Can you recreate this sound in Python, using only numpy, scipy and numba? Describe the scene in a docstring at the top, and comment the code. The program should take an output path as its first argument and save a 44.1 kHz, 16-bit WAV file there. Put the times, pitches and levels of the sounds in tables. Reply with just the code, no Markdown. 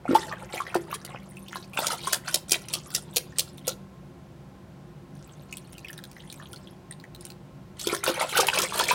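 """Bath water churned by a hand in a rubber puppet: clouds of ringing bubbles make gurgle, wash and spray.
Larger trapped air pockets plop; rubber slaps the water as short bursts of crackling noise.
Raised, the wet jaws smack shut eight times and the puppet drips; then it plunges back in and thrashes.
Wall echoes and standing waves of a hard basin and the decaying noise tail of a small bathroom follow.
Beneath lies a low ventilation rumble of filtered noise."""
import sys
import numpy as np
from scipy import signal
from scipy.fft import rfft, irfft
from scipy.io import wavfile
from scipy.ndimage import uniform_filter1d
from numba import njit

SR = 44100
rng = np.random.default_rng(int(sys.argv[2]) if len(sys.argv) > 2 else 0)


def to_wav(sig):
    """Store sig (one row per channel, or 1-D mono) as 16-bit WAV at the path in sys.argv[1].

    Samples outside -1..1 are clipped; the rate is SR.
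    """
    pcm = np.clip(np.atleast_2d(sig), -1, 1) * 32767
    pcm = np.round(pcm).astype(np.int16)
    wavfile.write(sys.argv[1], SR, pcm.T)  # frames by channels


N = 394254
T = np.arange(N) / SR  # t/s

# All levels are relative to the mix ahead of the room.
# strokes of the puppet through the water: [t/s, length/s, gurgle level/dB, spray level/dB]
STROKES = [(0.077, 0.055, -40, -51.5), (0.144, 0.022, -29.5, -36), (0.172, 0.1, -43, -44.5),
           (0.312, 0.026, -34, -58), (0.382, 0.071, -44.5, -54.5), (0.523, 0.086, -38, -43),
           (0.665, 0.051, -44, -55.5), (0.742, 0.028, -38, -44), (0.898, 0.054, -40, -47),
           (1.065, 0.12, -45.5, -62.5), (1.544, 0.034, -43.5, -43.5), (1.769, 0.095, -34.5, -34.5),
           (1.901, 0.038, -32.5, -33.5), (2.01, 0.065, -61, -43), (2.067, 0.013, -35, -33.5),
           (2.271, 0.024, -36.5, -36), (7.801, 0.067, -48.5, -38), (7.893, 0.049, -32.5, -37),
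           (8.061, 0.044, -26.5, -30.5), (8.138, 0.045, -35.5, -57), (8.193, 0.042, -26, -32.5),
           (8.29, 0.081, -38.5, -37), (8.353, 0.074, -24, -31.5), (8.467, 0.024, -32, -33),
           (8.533, 0.03, -30, -30), (8.569, 0.032, -25.5, -34), (8.625, 0.027, -28.5, -31),
           (8.728, 0.036, -34.5, -35), (8.768, 0.059, -27, -30), (8.886, 0.05, -26.5, -30)]
# a bow wave ahead of each stroke and a churning wake behind it; levels relative to the stroke
BOW_S, BOW_GURGLE_DB, BOW_SPRAY_DB = 0.034, -9, -15.5
WAKE_S, WAKE_GURGLE_DB, WAKE_SPRAY_DB = 0.07, -17, -12.5
# large air pockets pinching off: [t/s, initial f/Hz, peak level/dB, cycles until 60 dB down]
PLOPS = [(0.054, 703, -25.5, 19), (0.079, 1255, -30.5, 31), (0.09, 271, -17, 27), (0.11, 318, -8, 6),
         (.132, 375, -9, 9), (.151, 856, -10, 46), (.23, 1750, -33, 47), (0.325, 1700, -26, 32),
         (.539, 497, -19, 5.5), (0.578, 2300, -26, 43), (0.603, 1115, -19.5, 24), (0.667, 1890, -29, 35),
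         (0.743, 1350, -22, 23), (.754, 700, -8.5, 6.5), (.755, 350, -18, 20), (.928, 1086, -22.5, 21),
         (1.147, 740, -11.5, 2), (1.53, 1550, -20.5, 6), (1.557, 995, -23, 11), (1.774, 2570, -18, 39),
         (1.775, 1270, -13.5, 5.5), (1.79, 740, -3.5, 2.5), (1.845, 1200, -21, 16),
         (1.905, 1230, -23.5, 15), (2.072, 1070, -22.5, 52), (2.132, 1610, -16.5, 18),
         (2.281, 1510, -20.5, 12), (2.362, 544, -31, 10.5), (2.543, 2450, -12, 11), (2.757, 610, -19, 2),
         (3.677, 523, -20, 11), (7.87, 370, -19, 12), (7.928, 388, -13.5, 6.5), (7.948, 1650, -22, 18),
         (8.037, 1310, -24, 26), (8.064, 1420, -20.5, 20), (8.079, 522, -14.5, 16.5),
         (8.097, 358, -18.5, 11.5), (8.209, 594, -26, 20), (8.227, 955, -20.5, 30), (8.246, 680, -26, 21),
         (8.353, 1450, -21.5, 50), (8.379, 1330, -15.5, 19), (8.39, 496, -16.5, 16), (8.431, 710, -18, 16),
         (8.485, 933, -17.5, 25), (8.486, 2600, -4, 9.5), (8.532, 1490, -20.5, 30), (8.588, 406, -23.5, 22),
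         (8.723, 1060, -22.5, 16), (8.799, 1270, -12, 10), (8.888, 2194, -15, 31), (8.91, 973, -17, 57)]
PLOP_RISE, SHALLOW_HZ = 0.27, 1494  # fractional pitch rise of a shallow pocket; f from which it is shallow
# rubber slapping on the water: [t/s, level/dB, cavity resonance f/Hz, length before the fall/s]
SLAPS = [(0.146, -35, 3200, 0.017), (0.745, -24.5, 2670, 0.0026), (0.94, -34.5, 9100, 0.0094),
         (1.048, -27.5, 4500, 0.0024), (1.867, -19, 5860, 0.0037), (7.793, -32, 4130, 0.0064),
         (7.87, -20, 3770, 0.0026), (7.947, -17.5, 6240, 0.0012), (8.038, -21, 9400, 0.0024),
         (8.371, -17.5, 3120, 0.0086), (8.4, -21, 5340, 0.011), (8.468, -18, 11200, 0.0011),
         (8.586, -16.5, 6240, 0.0025), (8.617, -19, 5350, 0.0051), (8.791, -11, 2700, 0.00077),
         (8.836, -24, 4000, 0.0055), (8.882, -22, 6960, 0.0027)]
# jaws snapping shut: [t/s, clap level/dB, cavity resonance f/Hz, first lip touch level/dB,
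# lead of the touch on the clap/s, level of the water in the mouth/dB]
SNAPS = [(2.129, -12, 5200, -15, 0.0038, -35), (2.342, -14, 4600, -36.5, .009, -40),
         (2.517, -10.5, 5940, -20, 0.0085, -32), (2.735, -16.5, 4540, -25, 0.0058, -40.5),
         (2.947, -16, 5900, -27.5, 0.0075, -39.5), (3.166, -12.5, 4600, -16, 0.0056, -47),
         (3.392, -13.5, 5340, -15, 0.0074, -45), (3.678, -18.5, 6100, -23.5, 0.0082, -40)]
CLAP_S, CLAP_FALL_S, CLAP_RISE_S = 0.0035, 0.0017, 0.0016
TOUCH_S, TOUCH_FALL_S, TOUCH_RISE_S, TOUCH_HZ = 0.0013, 0.0009, 0.00096, 8480
# closing jaws squeeze out water, less and less as the mouth empties; the clap squirts out the rest
SQUEEZE_LEAD_S, SQUEEZE_S, SQUEEZE_DB, SQUEEZE_FALL_DB_PER_S = 0.036, 0.035, -42.5, 8
SQUIRT_LAG_S, SQUIRT_S = 0.0046, 0.035
MOUTH_GURGLE_DB = -4  # gurgle relative to spray
# water running off the lifted puppet: [t/s, length/s, spray level/dB]
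RUNOFF = [(1.22, 0.52, -58.5), (2.557, 0.42, -54), (3.027, 0.55, -59.5), (5.147, 0.3, -62),
          (5.478, .6, -59.5), (6.13, 0.54, -58.5), (7.184, 0.12, -59.5)]
RUNOFF_GURGLE_DB = -2  # relative to spray
# single drops: [t/s, tick level/dB, bubble initial f/Hz, bubble peak level/dB]
DRIPS = [(1.369, -50, 2550, -29.5), (1.483, -46, 3600, -36), (1.733, -47, 2540, -33),
         (2.495, -30, 5600, -22), (2.685, -38, 5860, -23.5), (2.904, -37, 1473, -43),
         (3.58, -45, 3500, -33), (5.526, -39.5, 2490, -28.5), (5.57, -35, 3200, -35),
         (5.73, -44, 4340, -57), (5.781, -41.5, 2620, -36), (5.846, -47, 2510, -28),
         (5.884, -41.5, 3000, -26), (5.898, -64, 1740, -34), (5.93, -41.5, 1660, -41),
         (5.978, -39, 3800, -28), (5.987, -50, 1670, -38.5), (6.039, -38, 1610, -42),
         (6.114, -43.5, 2420, -48), (6.165, -58, 1910, -37), (6.199, -56, 1970, -52),
         (6.236, -68, 1880, -42), (6.3, -46, 3820, -31), (6.325, -34.5, 2380, -41), (6.396, -62, 1140, -36),
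         (6.399, -64, 1710, -37), (6.425, -56, 1180, -36.5), (6.531, -42, 3190, -31.5),
         (6.56, -46, 4280, -28), (6.672, -62, 3250, -35), (6.91, -52, 8750, -15.5), (6.909, -53, 1840, -33),
         (6.923, -54, 3750, -33), (6.999, -53, 4160, -42), (7.039, -52, 1920, -34.5),
         (7.148, -41, 4000, -31), (7.209, -48, 9400, -31), (7.252, -39, 3130, -42), (7.302, -41, 4100, -34)]
# spectrum of slaps and smacks: [f/Hz, level/dB]
SMACK_COLOUR = [(150, -27), (500, 4), (1000, -16.5), (2000, -10), (3200, 2), (6000, -1.5), (10000, 0),
                (12500, -5), (16000, -8.5)]
# spectrum of spray and drop ticks: [f/Hz, level/dB]
SPRAY_COLOUR = [(1000, -21.5), (2500, 1), (4000, -0.5), (7000, -4.5), (9500, 1), (12000, -7.5),
                (16000, 0.5)]
# reflections off the basin walls: [mean delay/s, gain]
WALLS = [(.0013, 0.28), (.0031, -0.53), (0.014, 0.51)]
WALL_LOW_HZ = 501  # longer waves bend round the walls
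# standing waves in the basin: [f/Hz, width/Hz, level/dB]
BASIN_MODES = [(343.2, 11.2, 5.5), (396.2, 5.6, 4), (518.8, 8.7, 4.5), (610, 29, -1.5), (716, 16, -8.5),
               (930, 14, -15), (1070, 23, -2), (1360, 81, 3.5)]
# ventilation spectrum, relative: [f/Hz, level/dB]
VENT = [(15, -47.5), (25, -31.5), (55, -8.5), (102, -10), (145, -1.5), (195, -7), (223, -13), (344, -25),
        (439, -23), (560, -19.5), (911, -24), (1160, -32.5), (1330, -27), (1700, -31.5), (16000, -52)]
VENT_DB = -48  # rms level of the broadband rumble
# room resonances excited by the rumble: [f/Hz, width/Hz, rms level/dB]
ROOM_MODES = [(143.5, 16, -56.5), (193.7, 3.7, -55.5), (264.7, 14, -61), (351, 46, -56.5),
              (510.5, 150, -65.5), (808.5, 52, -70), (1056, 78, -66)]


def sloshing():
    """Bubble acoustics: churned water sounds as the sum of many ringing bubbles, from glugs to spray."""
    gurgle_db, spray_db = sloshes().T[2:]
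    glugs = swarm(gurgle_db, count=6, low_hz=394, high_hz=786, cycles=21.7,
                  spread_db=6.0, swell=0.78, rise=0.4, deepen=0.66)
    gurgle = swarm(gurgle_db, count=24, low_hz=805, high_hz=3283, cycles=24.4,
                   spread_db=4.0, swell=2.34, rise=0.35, deepen=0.7)
    wash = swarm(gurgle_db, count=115, low_hz=645, high_hz=3440, cycles=8,
                 spread_db=5.0, swell=1.23, rise=0.11, deepen=0.5)
    fizz = swarm(spray_db, count=140, low_hz=2782, high_hz=13070, cycles=27,
                 spread_db=4.5, swell=3.65, rise=0.24, deepen=0)
    spatter = swarm(spray_db, count=36, low_hz=3300, high_hz=14580, cycles=9,
                    spread_db=5.5, swell=1.0, rise=0, deepen=0)
    spray = colour(undb(2.0) * fizz + undb(-0.5) * spatter, SPRAY_COLOUR)
    return undb(-10.5) * glugs + undb(-3.0) * gurgle + undb(-4.5) * wash + spray


def sloshes():
    """Displacement: moving bodies set water in motion; rows of [t/s, length/s, gurgle/dB, spray/dB]."""
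    rows = []
    for s, length_s, gurgle_db, spray_db in STROKES:
        rows.append((s - BOW_S, BOW_S, gurgle_db + BOW_GURGLE_DB, spray_db + BOW_SPRAY_DB))
        rows.append((s, length_s, gurgle_db, spray_db))
        rows.append((s + length_s, WAKE_S, gurgle_db + WAKE_GURGLE_DB, spray_db + WAKE_SPRAY_DB))
    for s, *_, water_db in SNAPS:
        squeeze_db = SQUEEZE_DB - SQUEEZE_FALL_DB_PER_S * (s - SNAPS[0][0])
        rows.append((s - SQUEEZE_LEAD_S, SQUEEZE_S, squeeze_db + MOUTH_GURGLE_DB, squeeze_db))
        rows.append((s + SQUIRT_LAG_S, SQUIRT_S, water_db + MOUTH_GURGLE_DB, water_db))
    for s, length_s, spray_db in RUNOFF:
        rows.append((s, length_s, spray_db + RUNOFF_GURGLE_DB, spray_db))
    return np.array(rows)


def swarm(level_db, count, low_hz, high_hz, cycles, spread_db, swell, rise, deepen):
    """Energy sharing: each slosh divides its energy among bubbles, pitched lower as the hollow opens."""
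    s, length_s = sloshes().T[:2, :, None]
    level_db = level_db[:, None]
    when, pitch, ring, rank = rng.random((len(s), 4, count)).transpose(1, 0, 2)
    age = 4 / 3 * (np.arange(count) + when) / count  # in slosh lengths
    drift = 2 ** (deepen * (0.5 - age))  # deepen: octaves lost per slosh length
    hz = np.minimum(low_hz * (high_hz / low_hz) ** pitch * drift, SR / 3)
    turns = cycles * (0.5 + ring)
    # short, gentle sloshes favour a few bubbles; long, hard ones share more evenly
    plenty = np.clip(length_s / 0.06 * undb(0.6 * (level_db + 30)), 0.15, 1)
    # the water surges, then settles with a few stragglers
    surge = np.minimum(0.6 + 3 * age, 1) / (1 + age ** 8)
    spread = undb(-spread_db * np.log(0.02 + rank))  # dB per e-fold of rank
    size = surge * np.exp(-rank / plenty) * spread
    share = size ** 2 / np.sum(size ** 2, axis=1, keepdims=True)
    ring_energy = turns / hz / (4 * np.log(1000))  # of a decaying sine of peak 1
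    peak = undb(level_db) * np.sqrt(share * length_s / ring_energy)
    starts = s + length_s * age
    return bubbles(starts.ravel(), hz.ravel(), turns.ravel(), peak.ravel(), rise=rise, swell=swell)


@njit
def bubbles(starts, hz, cycles, peak, rise, swell):
    """Damped oscillation: an air bubble builds up over `swell` cycles, decays and rises in pitch."""
    out = np.zeros(N)
    for k in range(len(starts)):
        first = int(starts[k] * SR)
        length = cycles[k] * SR / hz[k]
        turn = 0.0  # phase in cycles
        for i in range(min(int(length), N - first)):
            age = i / length
            turn += hz[k] * (1 + rise * age) / SR
            onset = 1 - np.exp(-(turn / swell) ** 2)
            decay = 1000 ** -age  # 60 dB over the whole length
            out[first + i] += peak[k] * decay * onset * np.sin(2 * np.pi * turn)
    return out


def plops():
    """Surface proximity: large pockets ring like bubbles; the higher, shallower ones glide up more."""
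    out = np.zeros(N)
    for s, hz, db, cycles in PLOPS:
        rise = PLOP_RISE * min(hz / SHALLOW_HZ, 1.0)
        out += bubbles(np.array([s], float), np.array([hz], float), np.array([cycles], float),
                       undb([db]), rise=rise, swell=0.39)
    return out


def smacks():
    """Impact and cavity resonance: wet rubber tears a water film and rings the hollow behind it."""
    contacts = []
    for s, db, hz, length_s in SLAPS:
        contacts.append((s, db, hz, length_s, CLAP_FALL_S, CLAP_RISE_S))
    for s, clap_db, hz, touch_db, lead_s, _ in SNAPS:
        contacts.append((s - lead_s, touch_db, TOUCH_HZ, TOUCH_S, TOUCH_FALL_S, TOUCH_RISE_S))
        contacts.append((s, clap_db, hz, CLAP_S, CLAP_FALL_S, CLAP_RISE_S))
    out = np.zeros(N)
    for s, db, hz, length_s, fall_s, rise_s in contacts:
        film = burst(length_s, fall_s, rise_s)
        cavity = resonate(film, hz, hz / 4)
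        add(out, s, undb(db) * 0.7 * (film + cavity))
    return colour(out, SMACK_COLOUR)


def burst(length_s, fall_s, rise_s):
    """Film rupture: tearing water gives crackly noise that builds up, then collapses exponentially."""
    t = T[:SR // 25]
    grain, size = rng.standard_normal((2, len(t)))
    crackle = undb(3.2 * unit(uniform_filter1d(size, size=16)))  # slow random level in dB
    build = np.minimum(t / rise_s, 1) ** 2
    collapse = np.exp(-np.maximum(t - length_s, 0) / fall_s)
    return unit(grain * crackle) * build * collapse


def dripping():
    """Drop impact: each drop ticks on the surface at a random pitch and traps a tiny ringing bubble."""
    s, tick_db, hz, ring_db = np.array(DRIPS).T.copy()
    ticks = np.zeros(N)
    for start, db in zip(s, tick_db):
        tick = burst(0.00045, fall_s=0.00086, rise_s=0.00025)
        tick_hz = 4000 + 5500 * rng.random()
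        add(ticks, start, undb(db) * (0.84 * tick + 0.82 * resonate(tick, tick_hz, 1500)))
    rings = bubbles(s + 0.00075, hz, np.full(len(s), 24.0), undb(ring_db), rise=0.067, swell=1.8)
    sputtering = ragged(rings, width_hz=1200)
    return 1.1 * rings + 0.37 * sputtering + undb(5.0) * colour(ticks, SPRAY_COLOUR)


def ragged(x, width_hz):
    """Random amplitude modulation: breaking water makes a ring sputter, smearing its note over a band."""
    lowpass = signal.butter(2, width_hz / 2, fs=SR, output="sos")
    sputter = signal.sosfilt(lowpass, rng.standard_normal(N))
    return x * unit(sputter)


def basin(x):
    """Reflection and standing waves: walls echo with delays that drift as splashes move; modes ring on."""
    moments = np.linspace(0, T[-1], num=40)
    out = x.copy()
    for hz, width_hz, db in BASIN_MODES:
        out += undb(db) * resonate(x, hz, width_hz)
    bright = signal.sosfilt(signal.butter(1, WALL_LOW_HZ, "high", fs=SR, output="sos"), x)
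    for delay_s, gain in WALLS:
        place = np.interp(T, moments, rng.uniform(-1, 1, len(moments)))
        moving_delay = delay_s * (1 + 0.3 * place)
        out += gain * np.interp(T - moving_delay, T, bright, left=0)
    return out + scatter(bright, db=-5.5, t60_s=0.053)


def scatter(x, db, t60_s):
    """Diffuse scattering: curved basin and rippled surface give dense echoes, renewed every 1/6 s."""
    t, hop = T[:SR // 16], SR // 6
    fade = np.exp(-np.log(1000) * t / t60_s) * np.minimum(t / 0.003, 1)
    out = np.zeros(N)
    for i in range(0, N, hop):
        echoes = unit(fade * rng.standard_normal(len(t))) / np.sqrt(len(t))  # unit energy
        add(out, i / SR, signal.fftconvolve(x[i:i + hop], echoes))
    return undb(db) * out


def bathroom(x, t60_low_s, t60_high_s, wet_db, flutter_db, flutter_s):
    """Reverberation: quick dense echoes of the nearest tiles and a room tail whose treble dies sooner."""
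    t = T[:SR // 2]
    near, far = rng.standard_normal((2, len(t)))
    low = signal.sosfilt(signal.butter(2, 3500, fs=SR, output="sos"), far)
    onset = np.clip((t - 0.002) / 0.0093, 0, 1)

    def fade(t60_s):
        """Exponential decay: 60 dB in t60_s, after a short onset."""
        return np.exp(-np.log(1000) * t / t60_s) * onset

    tail = low * fade(t60_low_s) + (far - low) * fade(t60_high_s)
    flutter = near * fade(flutter_s)
    response = (undb(wet_db) * unit(tail) + undb(flutter_db) * unit(flutter)) / np.sqrt(len(t))
    response[0] += 1  # direct sound
    return signal.fftconvolve(x, response)[:N]


def ventilation():
    """Stationary noise: a steady broadband rumble, stronger at the room's resonances."""
    rumble = undb(VENT_DB) * unit(colour(rng.standard_normal(N), VENT))
    for hz, width_hz, db in ROOM_MODES:
        once = resonate(rng.standard_normal(N), hz, width_hz)
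        rumble += undb(db) * unit(resonate(once, hz, width_hz))
    return rumble


def undb(db):
    """Logarithmic level: decibels to amplitude gain."""
    return 10 ** (np.asarray(db) / 20)


def unit(x):
    """Normalisation: scale to an rms of one."""
    return x / np.sqrt(np.mean(x ** 2) + 1e-18)


def colour(x, points):
    """Minimum-phase filtering: a causal response with the given spectrum [f/Hz, level/dB]."""
    hz, db = np.transpose(points)
    size = 4096
    grid_hz = np.fft.rfftfreq(size, 1 / SR)
    log_gain = np.log(undb(np.interp(np.log(grid_hz + 1), np.log(hz), db)))
    cepstrum = irfft(log_gain)[:size // 2]  # keeping the causal half gives minimum phase
    response = irfft(np.exp(2 * rfft(cepstrum, size) - cepstrum[0]))
    return signal.fftconvolve(x, response)[:len(x)]


def resonate(x, hz, width_hz):
    """Simple resonance: a second-order peak with gain 1 at its centre."""
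    return signal.lfilter(*signal.iirpeak(hz, hz / width_hz, fs=SR), x)


def add(out, s, x):
    """Superposition: mix x into out from time s on."""
    i = max(int(s * SR), 0)
    out[i:i + len(x)] += x[:max(N - i, 0)]


def scene():
    """Superposition: all the water sounds in basin and bathroom, over the rumble."""
    water = basin(sloshing() + plops() + smacks() + dripping())
    heard = bathroom(water, t60_low_s=0.45, t60_high_s=0.25, wet_db=-20.5, flutter_db=-20.5, flutter_s=0.18)
    return (undb(3.0) * heard + ventilation())[None]


def record(dry):
    """Band limiting: the microphone drops the deepest bass, the recorder cuts the top of the treble."""
    thin = signal.sosfilt(signal.butter(2, 38, "high", fs=SR, output="sos"), dry)
    return signal.sosfilt(signal.ellip(10, 0.2, 70, 16000, fs=SR, output="sos"), thin)


dry = scene()
out = record(dry)
to_wav(out)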